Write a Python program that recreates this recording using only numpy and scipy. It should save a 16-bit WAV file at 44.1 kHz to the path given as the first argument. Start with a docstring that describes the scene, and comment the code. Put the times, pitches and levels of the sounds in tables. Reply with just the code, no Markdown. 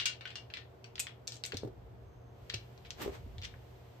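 """A gaming table in a small room that hums and hisses faintly.
Hard plastic dice click together in a hand, are tossed onto the felt and gathered up again.
Each click chatters, rings briefly and echoes off the table's walls. The dice land with dull
thuds that set the table top booming; a sleeve brushes the felt."""
import sys
import numpy as np
from scipy import signal
from scipy.fft import rfft, irfft
from scipy.io import wavfile

SR = 44100
rng = np.random.default_rng(int(sys.argv[2]) if len(sys.argv) > 2 else 0)


def wav_record(signal):
    """Record a signal, one row per channel, as 16-bit PCM in the file named by sys.argv[1]."""
    frames = np.transpose(np.atleast_2d(signal))
    bounded = np.clip(frames, -1, 1)
    # unit amplitude maps onto the largest positive 16-bit level
    quanta = np.round(bounded * 32767).astype(np.int16)
    wavfile.write(sys.argv[1], SR, quanta)


N = 176400


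def amp(db):
    """Decibels to gain."""
    return 10 ** (np.asarray(db) / 20)


def unit_rms(x):
    return x / np.sqrt(np.mean(x ** 2) + 1e-20)


def at_hz(points, hz):
    """Interpolates a table over log frequency."""
    freqs, values = np.transpose(points)
    return np.interp(np.log(hz + 1), np.log(freqs), values)


def envelope(points):
    """A dB curve over time, as gain."""
    return amp(np.interp(np.arange(N) / SR, *np.transpose(points)))


def add(mix, start_s, sound):
    part = mix[..., max(round(start_s * SR), 0):][..., :sound.shape[-1]]
    part += sound[..., :part.shape[-1]]


def pan_left(db):
    return amp([[db], [-db]])


def sine(hz, t):
    return np.sin(2 * np.pi * hz * t)


def mode(hz, t60_s, t):
    """A struck mode dying away."""
    return sine(hz, t) * amp(-60 * t / t60_s)


def drift(limit_hz):
    """Random wander below limit_hz, rms 1."""
    passband = np.fft.rfftfreq(N, 1 / SR) < limit_hz
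    return unit_rms(irfft(rfft(rng.standard_normal(N)) * passband, N))


def colour(x, spectrum, size=4096):
    """Minimum-phase filter with the given spectrum."""
    log_gain = np.log(amp(at_hz(spectrum, abs(np.fft.fftfreq(size, 1 / SR)))))
    taps = np.fft.ifft(np.exp(np.conj(signal.hilbert(log_gain)))).real[:size // 2]
    return signal.fftconvolve(np.atleast_2d(x), taps[None], axes=1)[:, :x.shape[-1]]


# Each row: frequency in Hz, left-right correlation.
STEREO_COHERENCE = [(130, 0.9), (500, 0.033)]

def noise(spectrum):
    """Stereo noise of rms 1, alike on both sides in the bass."""
    hz = np.fft.rfftfreq(N, 1 / SR)
    left, independent = rfft(rng.standard_normal((2, N)))
    coherence = np.clip(at_hz(STEREO_COHERENCE, hz), -1, 1)
    right = coherence * left + np.sqrt(1 - coherence ** 2) * independent
    return unit_rms(irfft(np.array([left, right]) * amp(at_hz(spectrum, hz)), N))


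# Each row: frequency in Hz, reverberation time in seconds.
ROOM_T60 = [(3000, 0.24), (12000, 0.13)]

def room_tail(size=16384, rise_s=0.0034):
    """A fresh diffuse tail, thin in the bass and dying faster in the treble."""
    hz, t, bands = signal.stft(rng.standard_normal((2, size)), SR, nperseg=256)
    decay = amp(-60 * t / at_hz(ROOM_T60, hz)[:, None])
    bass_cut = (hz / (hz + 150))[:, None]
    tail = signal.istft(bands * decay * bass_cut, SR, nperseg=256)[1][:, :size]
    onset = np.minimum(np.arange(size) / SR / rise_s, 1)
    return unit_rms(tail * onset) / np.sqrt(size)


def in_room(sound, wet_db):
    """Direct sound plus room tail."""
    path = amp(wet_db) * room_tail()
    path[:, 0] += 1
    return signal.fftconvolve(np.atleast_2d(sound), path, axes=1)


# Each row: frequency in Hz, relative level in dB.
AIR_SPECTRUM = [(22, -46.5), (75, 4), (200, -8), (650, -6.5), (1300, -19), (10000, -55)]
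HISS_SPECTRUM = [(3000, 6.5), (9300, -8), (11700, -1), (16000, -6.5)]
# Each row: time in seconds, level in dB.
HISS_LEVELS = [(1.5, -72), (2.3, -74), (2.45, -66)]
# Each row: frequency in Hz, level in dB.
HUM_PARTIALS = [(119.7, -58), (382, -70.5), (463, -69.5), (700, -74.5)]

def background(air_db=-57, waver=0.46):
    """Room noise, faint hiss and a hum that wavers in level and phase."""
    t, hum = np.arange(N) / SR, np.zeros(N)
    for hz, db in HUM_PARTIALS:
        gain = amp(db) * np.sqrt(2) * (1 + waver * drift(14))
        hum += gain * np.sin(2 * np.pi * hz * t + waver * drift(3.1))
    return amp(air_db) * noise(AIR_SPECTRUM) + envelope(HISS_LEVELS) * noise(HISS_SPECTRUM) + hum


def swish(peak_s=2.19, half_length_s=0.18, gain_db=-81, centre_hz=6270, half_width_hz=330):
    """A faint, narrow sliding swish swells and fades after the throw."""
    t = np.arange(N) / SR
    swell = np.exp(-np.square((t - peak_s) / half_length_s))
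    return amp(gain_db) * swell * drift(half_width_hz) * sine(centre_hz, t)


# Each row: time in seconds, level in dB.
RUB_LEVELS = [(2.97, -58.5), (3.02, -37), (3.11, -56), (3.15, -47.5), (3.2, -62), (3.35, -98)]
# Each row: frequency in Hz, relative level in dB.
RUB_SPECTRUM = [(60, -20), (230, 5.5), (3000, -7.5), (9500, -21.5)]
FIZZ_SPECTRUM = [(6000, -14), (12500, -7)]

def sleeve(grain_db=1, fizz_db=-41, fizz_power=2.8):
    """Cloth catches and slips on the felt, and fizzes when pressed hardest."""
    t, rub = np.arange(N) / SR, envelope(RUB_LEVELS)
    touching = (t > RUB_LEVELS[0][0]) & (t < RUB_LEVELS[-1][0])
    grain = unit_rms(amp(grain_db * drift(440)))
    fizz = amp(fizz_db) * (rub / rub.max()) ** fizz_power * noise(FIZZ_SPECTRUM)
    return touching * grain * (rub * noise(RUB_SPECTRUM) + fizz)


# Each row: time in seconds, level in dB.
RUMBLE_LEVELS = [(1.4, -73), (1.8, -51), (2.4, -59.5), (2.9, -58.5), (3.35, -47.5), (4, -71)]
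# Each row: frequency in Hz, relative level in dB.
RUMBLE_SPECTRUM = [(22, -31.5), (55, 7), (95, 5), (1500, -58.5)]
# Pushes that bend the top. Each row: start in seconds, level in dB, pitch in Hz.
PUSHES = [(1.543, -35, 93), (1.642, -32.5, 117.6), (2.543, -32.5, 112.7), (3.089, -36, 69),
          (3.374, -32, 93)]

def table_top(rise_s=0.005, t60_s=0.2):
    """The table top booms when pushed and rumbles under rolling dice and hands."""
    out, t = envelope(RUMBLE_LEVELS) * noise(RUMBLE_SPECTRUM), np.arange(SR) / SR
    onset = 1 - np.exp(-t / rise_s)
    for start_s, db, hz in PUSHES:
        add(out, start_s, amp(db) * mode(hz, t60_s, t) * onset)
    return out


# Each row: start in seconds, level in dB, pitch in Hz.
LANDINGS = [(1.5345, -31.5, 447), (1.546, -32, 278), (1.6338, -28, 419), (1.648, -30.5, 309),
            (1.660, -38.5, 480), (1.6744, -32, 382), (2.5405, -36, 375), (3.0608, -26, 411),
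            (3.078, -25, 398), (3.093, -31, 403), (3.262, -41.5, 260)]
# Each row: frequency in Hz, relative level in dB.
PUFF_SPECTRUM = [(680, 0), (1250, -25.5), (9000, -37)]

def felt_thuds(size=4096, rise_s=0.00025, t60_s=0.043, puff_db=-9, puff_decay_s=0.0069):
    """Dice and fingers land on felt: a damped knock of the board and a soft puff."""
    out, t = np.zeros((2, N)), np.arange(size) / SR
    onset = 1 - np.exp(-t / rise_s)
    for start_s, db, hz in LANDINGS:
        soft_noise = unit_rms(colour(rng.standard_normal((2, size)), PUFF_SPECTRUM))
        puff = amp(puff_db) * soft_noise * np.exp(-t / puff_decay_s)
        thud = (mode(hz, t60_s, t) + puff) * onset
        add(out, start_s, amp(db) * in_room(thud, wet_db=-8))
    return out


# Each row: start in seconds, level per mode in dB, list of modes in Hz.
HARD_KNOCKS = [(0.999, -36.5, [2546, 6815, 7348, 7838, 8075]), (2.5425, -41, [2290, 2790, 2900])]

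def dice_ring(size=8192, t60_s=0.068):
    """The hardest knocks set the dice ringing."""
    out, t = np.zeros((2, N)), np.arange(size) / SR
    for start_s, db, modes_hz in HARD_KNOCKS:
        ring = sum(mode(hz, t60_s, t) for hz in modes_hz)
        add(out, start_s, amp(db) * in_room(ring, wet_db=-7))
    return out


def wall_echoes(count=7, size=16384, decay_s=0.005):
    """A few quick echoes from the table's walls."""
    taps = np.zeros((2, size))
    for side in taps:
        delay_s = (np.arange(count) + rng.uniform(0.36, 1, count)) / count * 2 * decay_s
        side[(delay_s * SR).astype(int)] = rng.choice([-1, 1], count) * np.exp(-delay_s / decay_s)
    return unit_rms(taps) / np.sqrt(size)


# Each entry: a resonance of a die in Hz.
PLASTIC_MODES_HZ = [1480, 1794, 2300, 2800, 3257, 3538, 4045, 4450]
# Dice and cupped hand. Each row: frequency in Hz, relative gain in dB.
DICE_SPECTRUM = [(400, -32), (1050, -6.5), (2000, -2), (7500, 0), (10000, 2)]

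def click(centre_hz, size=3072, chatter_db=-5, chatter_decay_s=0.00066, ring_db=-43.5, t60_s=0.073):
    """One hard contact: an impulse, brief chatter of the faces and a short plastic ring."""
    t, hz = np.arange(size) / SR, np.geomspace(100, SR / 2, 60)
    chatter = rng.standard_normal(size) * np.exp(-t / chatter_decay_s)
    ring = sum(rng.standard_normal() * mode(mode_hz, t60_s, t) for mode_hz in PLASTIC_MODES_HZ)
    hit = (t == 0) + amp(chatter_db) * chatter / np.linalg.norm(chatter) + amp(ring_db) * ring
    low_hz, high_hz = centre_hz / 1.374, centre_hz * 1.374
    lowpass = 1 / np.hypot(1, (hz / high_hz) ** 4.29)
    highpass = 1 / np.hypot(1, (low_hz / hz) ** 1.32)
    gain_db = 20 * np.log10(lowpass * highpass) + at_hz(DICE_SPECTRUM, hz)
    out = colour(hit, np.c_[hz, gain_db])
    return out / np.linalg.norm(out)


# Each row: start in seconds, length in seconds, relative level per contact in dB, centre in Hz.
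PALM_RATTLES = [(.002, 0.015, -41, 2920), (1.328, 0.046, -49, 5100), (2.846, 0.026, -52, 3000),
                (3.432, .024, -41.5, 3500)]

def rattle_contacts(count=8):
    """Dice jostle in the palm: runs of light, unevenly spaced contacts."""
    return [(start_s + length_s * (k + jitter) / count, db, hz)
            for start_s, length_s, db, hz in PALM_RATTLES
            for k, jitter in enumerate(rng.random(count))]


# Sharper contacts reach higher. Each row: start in seconds, relative level in dB, centre in Hz.
DIE_CONTACTS = [(.0005, -26.5, 3030), (0.0557, -24.5, 2300), (0.0572, -23, 4400), (0.0603, -29, 2770),
                (.0853, -45, 3570), (0.2095, -40, 2150), (0.2545, -34, 2100), (0.276, -41, 2800),
                (0.3049, -43, 2820), (0.356, -33, 3170), (.502, -45, 2500), (.5385, -32, 2730),
                (.571, -36, 2540), (.843, -42.5, 3330), (0.9562, -38, 3600), (0.9805, -37, 2420),
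                (.995, -26.5, 7000), (.9992, -27, 7500), (1.003, -27.5, 6500), (1.069, -33.5, 2520),
                (1.273, -39.5, 5260), (1.2771, -29, 4800), (1.3215, -36, 4440), (1.4379, -28.5, 4100),
                (1.4518, -33, 5200), (1.462, -33.5, 6260), (1.5212, -32, 2800), (1.5434, -39, 3580),
                (1.57, -32, 4700), (1.5732, -39.5, 4500), (2.4975, -39, 3920), (2.500, -29.5, 3140),
                (2.526, -46, 2800), (2.5385, -34, 2600), (2.5425, -27, 3900), (2.545, -47, 2880),
                (2.7775, -53, 3250), (2.9056, -32.5, 4260), (3.3825, -42.5, 3020), (3.4175, -44, 3170),
                (3.4238, -39.5, 3100), (3.449, -39.5, 3530), (3.4527, -36, 3730), (3.54, -47, 1450)]
# Drier once the dice are over the table. Each row: time in seconds, room send in dB.
ROOM_SEND = [(.2, 2), (1.0, -3), (2.5, -6)]

def dice_clicks(gain_db=16.5, walls_db=-3, snap_hz=7000, max_stereo_delay_s=0.00054):
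    """Die hits die: each click arrives directly with a crisp snap, off the walls and via the room."""
    out, snap_lowpass = np.zeros((2, N)), signal.butter(1, snap_hz, fs=SR)
    for start_s, db, hz in DIE_CONTACTS + rattle_contacts():
        walls = amp(walls_db) * wall_echoes()
        direct = np.zeros_like(walls)
        right_lag = int(rng.random() * max_stereo_delay_s * SR)
        direct[0, 0] = direct[1, right_lag] = 1
        tail = amp(np.interp(start_s, *np.transpose(ROOM_SEND))) * room_tail()
        path = (direct + walls) * pan_left(db=1) + tail * pan_left(db=2.5)
        snap_db = -5 + 0.31 * db  # harder contacts are crisper
        snap = amp(snap_db) * signal.lfilter(*snap_lowpass, np.diff(direct, prepend=0))
        add(out, start_s, amp(db + gain_db) * signal.fftconvolve(click(hz), path, axes=1))
        add(out, start_s, amp(db + gain_db) * snap)
    return out


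def scene():
    return dice_clicks() + dice_ring() + felt_thuds() + table_top() + sleeve() + swish() + background()


# Each row: frequency in Hz, gain in dB.
TREBLE_NOTCH = [(8800, -1), (10100, -32), (11400, -2.5)]

def record(dry, cutoff_hz=15450):
    """A deep, narrow dip in the treble near 10 kHz, then the band limit."""
    lowpass = signal.firwin(511, cutoff_hz, window=("kaiser", 9), fs=SR)
    return signal.oaconvolve(colour(dry, TREBLE_NOTCH), lowpass[None], "same")


dry = scene()
out = record(dry)
wav_record(out)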